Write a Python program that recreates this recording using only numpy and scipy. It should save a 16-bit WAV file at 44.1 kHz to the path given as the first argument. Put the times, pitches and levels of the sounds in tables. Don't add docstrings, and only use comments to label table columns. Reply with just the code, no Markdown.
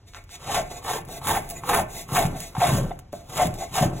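import sys
import numpy as np
from scipy import signal
from scipy.fft import rfft, irfft
from scipy.io import wavfile
from scipy.ndimage import uniform_filter1d

SR = 44100
rng = np.random.default_rng(int(sys.argv[2]) if len(sys.argv) > 2 else 0)


def waveform_to_disk(signal):
    frames = np.transpose(np.atleast_2d(signal))
    scaled = np.clip(frames, -1, 1) * 32767
    samples = np.round(scaled).astype(np.int16)
    wavfile.write(sys.argv[1], SR, samples)


N = 176400
T = np.arange(N) / SR

# middle, hold, rise and fall in seconds, hiss and wood ring levels in dB.
SLIDES = [(0.095, 0.021, 0.029, 0.035, -52.5, -66), (0.157, 0.017, 0.022, 0.07, -45, -51.5),
          (0.337, 0.047, 0.034, 0.036, -41.5, -54), (0.756, 0.021, 0.13, 0.049, -37.5, -34),
          (1.144, 0.076, 0.037, 0.02, -40, -40), (1.54, 0.075, 0.11, 0.043, -42.5, -39.5),
          (1.968, 0.074, 0.043, 0.053, -35, -39), (2.435, 0.045, 0.13, 0.071, -37, -43),
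          (3.152, 0.054, 0.0052, 0.093, -47, -44), (3.611, 0.056, 0.061, 0.067, -39, -36.5),
          (3.982, 0.032, 0.057, .06, -41, -37.5)]
# start in seconds, bright tick level in dB, dull crack level in dB.
SNAPS = [(0.136, -60, -39), (0.1468, -56, -30.5), (.24, -42, -62.5), (0.293, -53, -41), (1.051, -40, -59),
         (1.087, -37, -39), (1.272, -22, -20), (1.285, -19, -28), (1.311, -20, -20), (1.491, -31, -47),
         (1.501, -25, -40), (1.509, -25.5, -42), (1.694, -23.5, -30), (1.747, -16, -22), (1.809, -28, -40),
         (2.152, -23, -34), (2.173, -19, -22), (2.254, -28.5, -25), (2.404, -24, -50), (2.749, -23, -41),
         (2.785, -23, -27), (2.991, -33.5, -39), (3.128, -33.5, -49), (3.47, -24, -29), (3.541, -29, -43)]
# middle, hold, rise and fall in seconds, hiss, rasp, wood ring and hollow ring in dB.
CUTS = [(0.56, 0.049, 0.12, 0.05, -25.5, -28.5, -32.5, -35),
        (0.928, 0.06, 0.078, 0.056, -29, -27.5, -38, -32.5),
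        (1.322, 0.079, 0.06, 0.061, -28, -25.5, -32.5, -34),
        (1.744, 0.067, 0.066, 0.064, -27, -23.5, -26, -32),
        (2.18, 0.021, 0.075, 0.095, -25.5, -26, -26, -36.5),
        (2.673, 0.033, 0.1, 0.18, -27.5, -27, -33.5, -37),
        (3.401, 0.062, 0.094, 0.078, -30.5, -35.5, -33.5, -43.5),
        (3.788, 0.069, 0.045, 0.071, -26.5, -30, -30.5, -43)]
# middle, hold, rise and fall in seconds, level in dB.
CRUNCHES = [(0.165, 0.015, .012, 0.053, -45), (0.559, 0.007, 0.01, 0.036, -30.5),
            (.935, 0.035, .02, .025, -43), (1.292, 0.0056, 0.017, .02, -30.5),
            (1.358, 0.02, .006, 0.013, -30), (1.69, 0.0024, .002, .006, -23),
            (1.71, .005, .003, 0.013, -24.5), (1.742, 0.019, 0.005, 0.008, -22),
            (2.166, 0.017, .003, 0.018, -23.5), (2.611, 0.012, 0.005, 0.02, -29.5),
            (2.678, 0.027, .005, 0.029, -30.5), (3.402, 0.022, 0.026, 0.013, -31),
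            (3.784, 0.015, 0.014, 0.016, -28)]
JUDDERS = [(0.55, 0.14, .1, 0.27, -38.5), (0.97, 0.087, 0.11, 0.82, -42.5),
           (1.312, 0.093, 0.099, 0.33, -34), (1.757, 0.13, 0.16, 0.4, -37), (2.227, 0.23, 0.036, 0.1, -30),
           (2.768, 0.17, 0.12, 0.1, -24), (3.454, 0.083, 0.13, 0.16, -27), (3.851, 0.037, 0.099, 0.08, -25),
           (3.895, 0.076, 0.052, 0.29, -31.5)]
# middle and length in seconds, slip rate in Hz, level in dB.
CHATTERS = [(0.496, 0.014, 796, -26), (0.582, 0.037, 692, -26), (0.893, 0.027, 873, -27.5),
            (0.985, 0.018, 864, -36), (1.308, 0.01, 930, -18), (1.372, 0.01, 800, -20),
            (1.713, 0.018, 822, -21), (1.744, 0.0087, 886, -21), (1.791, 0.014, 778, -21.5),
            (2.185, 0.018, 715.5, -19.5), (2.232, 0.032, 793, -27.5), (2.362, 0.041, 697, -39.5),
            (2.639, 0.026, 706, -17), (2.688, 0.026, 678, -28), (2.914, 0.0072, 748, -30.5),
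            (3.398, 0.018, 632, -20), (3.424, 0.019, 710, -19), (3.622, 0.021, 721, -32),
            (3.786, 0.019, 698, -22), (3.833, 0.016, 646, -19.5)]
# middle and hold in seconds, level in dB.
SINGS = [(0.754, 0.027, -45.5), (1.168, 0.027, -52), (1.571, 0.012, -42), (1.96, 0.045, -49.5),
         (2.43, 0.028, -48), (3.618, 0.037, -46)]
# start in seconds, starting pitch in Hz, level in dB.
BITES = [(1.216, 1140, -31), (1.636, 1280, -24), (1.691, 1306, -16), (2.09, 1310, -32.5),
         (2.159, 1380, -18), (2.551, 1180, -23), (2.567, 1176, -22.5), (2.618, 1055, -11.5)]
# start in seconds, level in dB, pitch ratio.
KNOCKS = [(1.092, -27.5, 1.08), (2.785, -18, .8), (2.909, -19, 1), (3.131, -21, 0.87), (3.138, -23.5, .96),
          (3.299, -35, 1.07)]
JOLTS = [(1.284, -14.5, 0.93), (1.807, -15, 1.22), (2.121, -12.5, 1.03), (2.249, -7, 1.01),
         (2.34, -19, 1.25), (2.579, -8, 0.97), (2.727, -6, 1), (2.753, -4.5, 1.1), (2.825, -12, 1.15),
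         (3.133, -27, 1.38), (3.453, -10, 1.3), (3.482, -13.5, 0.99), (3.715, -24.5, 0.97),
         (3.81, -5.5, 1.05), (3.824, -4, 1.21), (3.855, -9, 1.22)]

# frequency in Hz, relative spectral density in dB.
SLIDE_SPECTRUM = [(300, -28), (1400, -10.5), (2200, 6), (3000, -4), (3800, 6), (5000, -5), (7200, 5.5),
                  (9000, 3), (11000, 3), (16000, -3.5)]
TICK_SPECTRUM = [(300, -10), (1200, -15), (3000, 0), (7000, 4), (11000, 6), (16000, 5.5)]
CRACK_SPECTRUM = [(60, -58), (400, -18.5), (1000, 5), (2000, -3), (3500, -3), (7000, -8.5), (10000, -79),
                  (16000, -14)]
CRUNCH_SPECTRUM = [(100, -48), (700, 8.5), (1100, 9), (1700, 3.5), (2200, 6.5), (2800, -1), (3600, -11.5),
                   (4600, -18), (9000, -15.5)]
HISS_SPECTRUM = [(100, -30), (500, 11), (1500, -8), (3300, 9.5), (4500, 3.5), (6000, 5.5), (7400, 9.5),
                 (9000, 3.5), (10800, 12), (13000, 1), (16000, 4.5)]
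RASP_SPECTRUM = [(30, -26), (100, 2.5), (200, -31.5), (300, -10.5), (390, -5.5), (465, 2.5), (525, -11.5),
                 (630, 1), (850, 7.5), (1150, 5.5), (1400, -9.5), (1750, -5.5), (2150, -7), (2800, -27),
                 (3600, -4.5), (4600, -26), (9000, -20)]
VISE_SPECTRUM = [(12, -37), (28, 4.5), (55, -27), (72, -10), (89, -1), (108, -7.5), (132, 3), (148, -4.5),
                 (168, -1.5), (205, -12), (250, -12.5), (330, -13.5), (600, -22), (1200, -28.5),
                 (4000, -71)]
SLIP_SPECTRUM = [(20, -49), (150, -46), (450, -6.5), (700, 5.5), (1000, -3), (1400, -22), (2000, -12),
                 (2800, -27.5), (3500, -17.5), (5000, -49), (15000, -61)]
RUMBLE_SPECTRUM = [(10, -43), (25, -4), (45, -1.5), (95, -3.5), (200, -21), (700, -30), (2000, -40),
                   (6000, -42.5), (16000, -63.5)]

# frequency in Hz, time to decay 60 dB in seconds, relative level in dB.
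TOOL_MODES = [(2128, 0.022, 1.5), (2290, 0.027, -0.5), (3070, 0.035, -14), (3655, 0.071, -4),
              (6130, 0.022, 3.5), (6620, 0.017, 2), (7080, 0.0088, 2.5), (8000, 0.044, -7.5)]
BLOCK_MODES = [(251.6, .13, -12.5), (462, 0.021, 5), (656, 0.029, -6.5), (690.7, 0.1, 6), (803, 0.048, 0),
               (1085, 0.072, -10), (1500, 0.021, -16), (1960, 0.05, -21), (2164, 0.019, -36)]
HOLLOW_MODES = [(312, 0.042, -7.5), (372, 0.067, -5), (465.5, 0.13, 2.5), (570, 0.051, -3.5)]
SING_MODES = [(2021, 0.045, -2), (2475, 0.039, -1), (7020, 0.031, 4.5), (7260, 0.011, 4.5)]
JOLT_MODES = [(136.4, 0.15, 6.5), (169, 0.13, 1.5), (247, .06, -16)]

# time in seconds, gain of the top treble in dB.
TREBLE_GAIN = [(.5, -8.5), (1.3, 1.5), (1.75, 1), (2.6, -3), (3.4, -4.5), (3.9, -5)]
# frequency in Hz, level against the direct sound in dB.
ROOM_SPECTRUM = [(40, -51), (150, -26), (350, -8), (800, -9.5), (1400, -10.5), (2600, -7.5), (5000, -43),
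                 (15000, -85)]
# frequency in Hz, left minus right phase in radians.
PORT_PHASE = [(0, 0), (1200, -.3), (2800, .6), (4850, 3.14), (22050, 28.6)]
# frequency in Hz, left minus right level in dB.
PORT_BALANCE = [(50, -.4), (130, .7), (300, 1), (700, .3), (1200, -.3), (4000, -.1)]
# time in seconds, left minus right level in dB.
TOOL_BALANCE = [(0, 0), (1.75, -0.1), (3.3, 0.4), (4, 0.1)]


def undb(db):
    return 10 ** (np.asarray(db) / 20)


def unit(x):
    return x / np.sqrt(np.mean(x ** 2))


def butter(order, hz, kind):
    return signal.butter(order, hz, kind, fs=SR, output="sos")


def gains(points, size):
    hz, db = np.array(points).T
    return undb(np.interp(np.log(np.fft.rfftfreq(size, 1 / SR) + 1e-9), np.log(hz), db))


def through(x, response):
    return signal.fftconvolve(x, response / np.linalg.norm(response))[:N]


def colour(x, spectrum, size=8192):
    cepstrum = irfft(np.log(gains(spectrum, size)))
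    cepstrum[size // 2:] = 0
    cepstrum[0] = 0
    return through(x, irfft(np.exp(rfft(2 * cepstrum))))


def drift(per_s):
    width = max(int(SR / per_s), 2)
    return unit(uniform_filter1d(uniform_filter1d(rng.standard_normal(N), width), width))


def swell(middle, hold, rise, fall, power=1.23):
    away = np.maximum((middle - hold / 2 - T) / rise, 0) + np.maximum((T - middle - hold / 2) / fall, 0)
    return undb(-20 * np.minimum(away ** power, 10))


def crackle(per_s, scatter_db):
    chance, size, sign = rng.random(N), rng.standard_normal(N), rng.choice([-1, 1], N)
    return unit((chance < per_s / SR) * sign * undb(scatter_db * np.clip(size, -3, 3)))


def blows(events):
    out = np.zeros(N)
    for start, db in events:
        out[int(start * SR)] += undb(db) * np.sqrt(SR / 1000)
    return out


def resonate(x, modes):
    t = T[:SR // 4]
    return through(x, sum(undb(db - 60 * t / t60) * np.sin(2 * np.pi * hz * t) for hz, t60, db in modes))


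def strikes(events, modes):
    return sum(resonate(blows([(start, db)]), [(hz * ratio, t60, level) for hz, t60, level in modes])
               for start, db, ratio in events)


def block(x, wander=.014, per_s=17.5):
    shift_s = np.cumsum(wander * np.gradient(drift(per_s))) / (2 * per_s)
    return np.interp(T + shift_s, T, resonate(x, BLOCK_MODES))


def slides(catch_db=2.5):
    grain = crackle(per_s=9000, scatter_db=2) * unit(undb(catch_db * drift(per_s=50)))
    forces = np.array([swell(*row[:4]) for row in SLIDES])
    hiss, wood_drive = undb(np.array(SLIDES)[:, 4:].T) @ forces * grain
    return colour(hiss, SLIDE_SPECTRUM) + undb(-9.5) * resonate(hiss, TOOL_MODES) + block(wood_drive)


def snaps(splinter_db=-2.5, splinter_t60_s=0.051):
    t = T[:SR // 10]
    splinters = crackle(per_s=2500, scatter_db=2.5)[:len(t)] * undb(-60 * t / splinter_t60_s)
    ticks = blows([(start, db) for start, db, _ in SNAPS])
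    cracks = blows([(start, db) for start, _, db in SNAPS])
    bright = ticks + undb(splinter_db) * through(ticks, splinters)
    return colour(bright, TICK_SPECTRUM) + colour(cracks, CRACK_SPECTRUM)


def crunches():
    force = sum(undb(db) * swell(*timing) for *timing, db in CRUNCHES)
    return colour(force * crackle(per_s=2500, scatter_db=2), CRUNCH_SPECTRUM)


def tears(release_s=0.0049, bed_db=4.5):
    breaks = np.abs(crackle(per_s=140, scatter_db=3))
    releases = signal.lfilter([1], [1, -np.exp(-1 / (release_s * SR))], breaks)
    return unit(unit(releases) + undb(bed_db))


def cuts(catch_db=0.7, ring_lag_s=0.023, glide_per_s=.7, pitch_wander=0.01987):
    catch = unit(undb(catch_db * drift(per_s=38)) * tears())
    fine = unit(crackle(per_s=9000, scatter_db=3) * catch)
    coarse = crackle(per_s=2200, scatter_db=3.5) * catch
    rasp = colour(unit(coarse + .5 * fine), RASP_SPECTRUM)
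    ring = block(crackle(per_s=2200, scatter_db=3.5))
    hollow = resonate(fine, HOLLOW_MODES)
    wander_s = np.cumsum(pitch_wander * drift(per_s=46)) / SR
    hiss_force, wood = 0, 0
    for middle, hold, rise, fall, hiss_db, rasp_db, ring_db, hollow_db in CUTS:
        force = swell(middle, hold, rise, fall)
        late_force = swell(middle + ring_lag_s, hold, rise, fall)
        shift_s = np.cumsum(np.clip(glide_per_s * (middle - T), -.2, .2)) / SR + wander_s
        warped = T + shift_s - shift_s[int(middle * SR)]
        hiss_force += undb(hiss_db) * force
        wood += force * np.interp(warped, T, undb(rasp_db) * rasp + undb(hollow_db) * hollow)
        wood += undb(ring_db) * late_force * np.interp(warped, T, ring)
    return colour(hiss_force * fine, HISS_SPECTRUM) + wood


def judder():
    force = sum(undb(db) * swell(*timing, power=0.7) for *timing, db in JUDDERS)
    return colour(force * crackle(per_s=900, scatter_db=3.4), VISE_SPECTRUM)


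def chatter(slips=160, period_jitter=0.11, scatter_db=3, sag_per_s=4):
    out = np.zeros(N)
    for middle, length, hz, db in CHATTERS:
        jitter, size = rng.standard_normal((2, slips))
        t = np.cumsum(1 + period_jitter * jitter) / hz
        t -= t[slips // 2]
        t += sag_per_s * t ** 2 / 2
        push = undb(db) * np.sqrt(SR / hz) * unit(undb(scatter_db * size)) / np.cosh(2 * t / length)
        np.add.at(out, np.clip((middle + t) * SR, 0, N - 1).astype(int), push)
    return colour(out, SLIP_SPECTRUM)


def sings(rise_s=0.03, fall_s=0.023):
    force = sum(undb(db) * swell(middle, hold, rise_s, fall_s) for middle, hold, db in SINGS)
    return resonate(force * crackle(per_s=3000, scatter_db=6.2), SING_MODES)


def knocks():
    return strikes(KNOCKS, BLOCK_MODES)


def bites(t60_s=0.071, sag=0.38, sag_s=0.0027, grit_gain=0.13):
    out = np.zeros(N)
    t = T[:SR // 8]
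    for start, hz, db in BITES:
        pitch = hz * (1 - sag * (1 - np.exp(-t / sag_s)))
        grit = unit(signal.sosfilt(butter(1, [600, 2500], "band"), rng.standard_normal(len(t))))
        ring = np.sin(2 * np.pi * np.cumsum(pitch) / SR) + grit_gain * grit
        onset = int(start * SR)
        out[onset:onset + len(t)] += undb(db - 60 * t / t60_s) * ring
    return out


def jolts(band_hz=(83, 304)):
    return signal.sosfilt(butter(2, band_hz, "band"), strikes(JOLTS, JOLT_MODES))


def top_treble(x, from_hz=8300):
    top = signal.sosfiltfilt(butter(3, from_hz, "high"), x)
    gain = undb(np.interp(T, *np.array(TREBLE_GAIN).T))
    return x + (gain - 1) * top


def bench(x, count=8, level_db=-4.5, from_hz=970, spread_s=.007, drift_s=.00002):
    bright = signal.sosfilt(butter(2, from_hz, "high"), x)
    delays = spread_s * (0.10015 + rng.random(count))
    echoes = sum(np.interp(T - delay - drift_s * drift(per_s=6.4), T, bright) for delay in delays)
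    return x + undb(level_db) * echoes / np.sqrt(count)


def workshop(x, t60_s=0.41, treble_t60_s=0.32, split_hz=3000, gap_s=.004):
    spectrum = rfft(x, 2 * N)
    phase = np.interp(np.fft.rfftfreq(2 * N, 1 / SR), *np.array(PORT_PHASE).T)
    port = np.exp(.5j * phase) * np.sqrt(gains(PORT_BALANCE, 2 * N))
    direct = irfft(spectrum * np.array([port, 1 / port]))[:, :N]
    room_drive = irfft(spectrum * gains(ROOM_SPECTRUM, 2 * N))[:N]
    t = T[:SR // 2]
    tails = []
    for noise in rng.standard_normal((2, len(t))):
        low = signal.sosfilt(butter(2, split_hz, "low"), noise) * undb(-60 * t / t60_s)
        high = signal.sosfilt(butter(2, split_hz, "high"), noise) * undb(-60 * t / treble_t60_s)
        tails.append(through(room_drive, (low - high) * (t > gap_s)))
    return direct + np.array(tails)


def scene(rumble_db=-47, master_db=-0.99):
    work = cuts() + slides() + chatter() + judder() + jolts()
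    work += bites() + crunches() + knocks() + sings() + snaps()
    near = bench(top_treble(work))
    rumble = undb(rumble_db) * colour(rng.standard_normal(N), RUMBLE_SPECTRUM)
    pan_db = np.interp(T, *np.array(TOOL_BALANCE).T)
    return undb(master_db + np.array([pan_db, -pan_db]) / 2) * workshop(near + rumble)


def record(dry):
    return signal.sosfilt(signal.ellip(10, .2, 80, 15800, fs=SR, output="sos"), dry)


dry = scene()
out = record(dry)
waveform_to_disk(out)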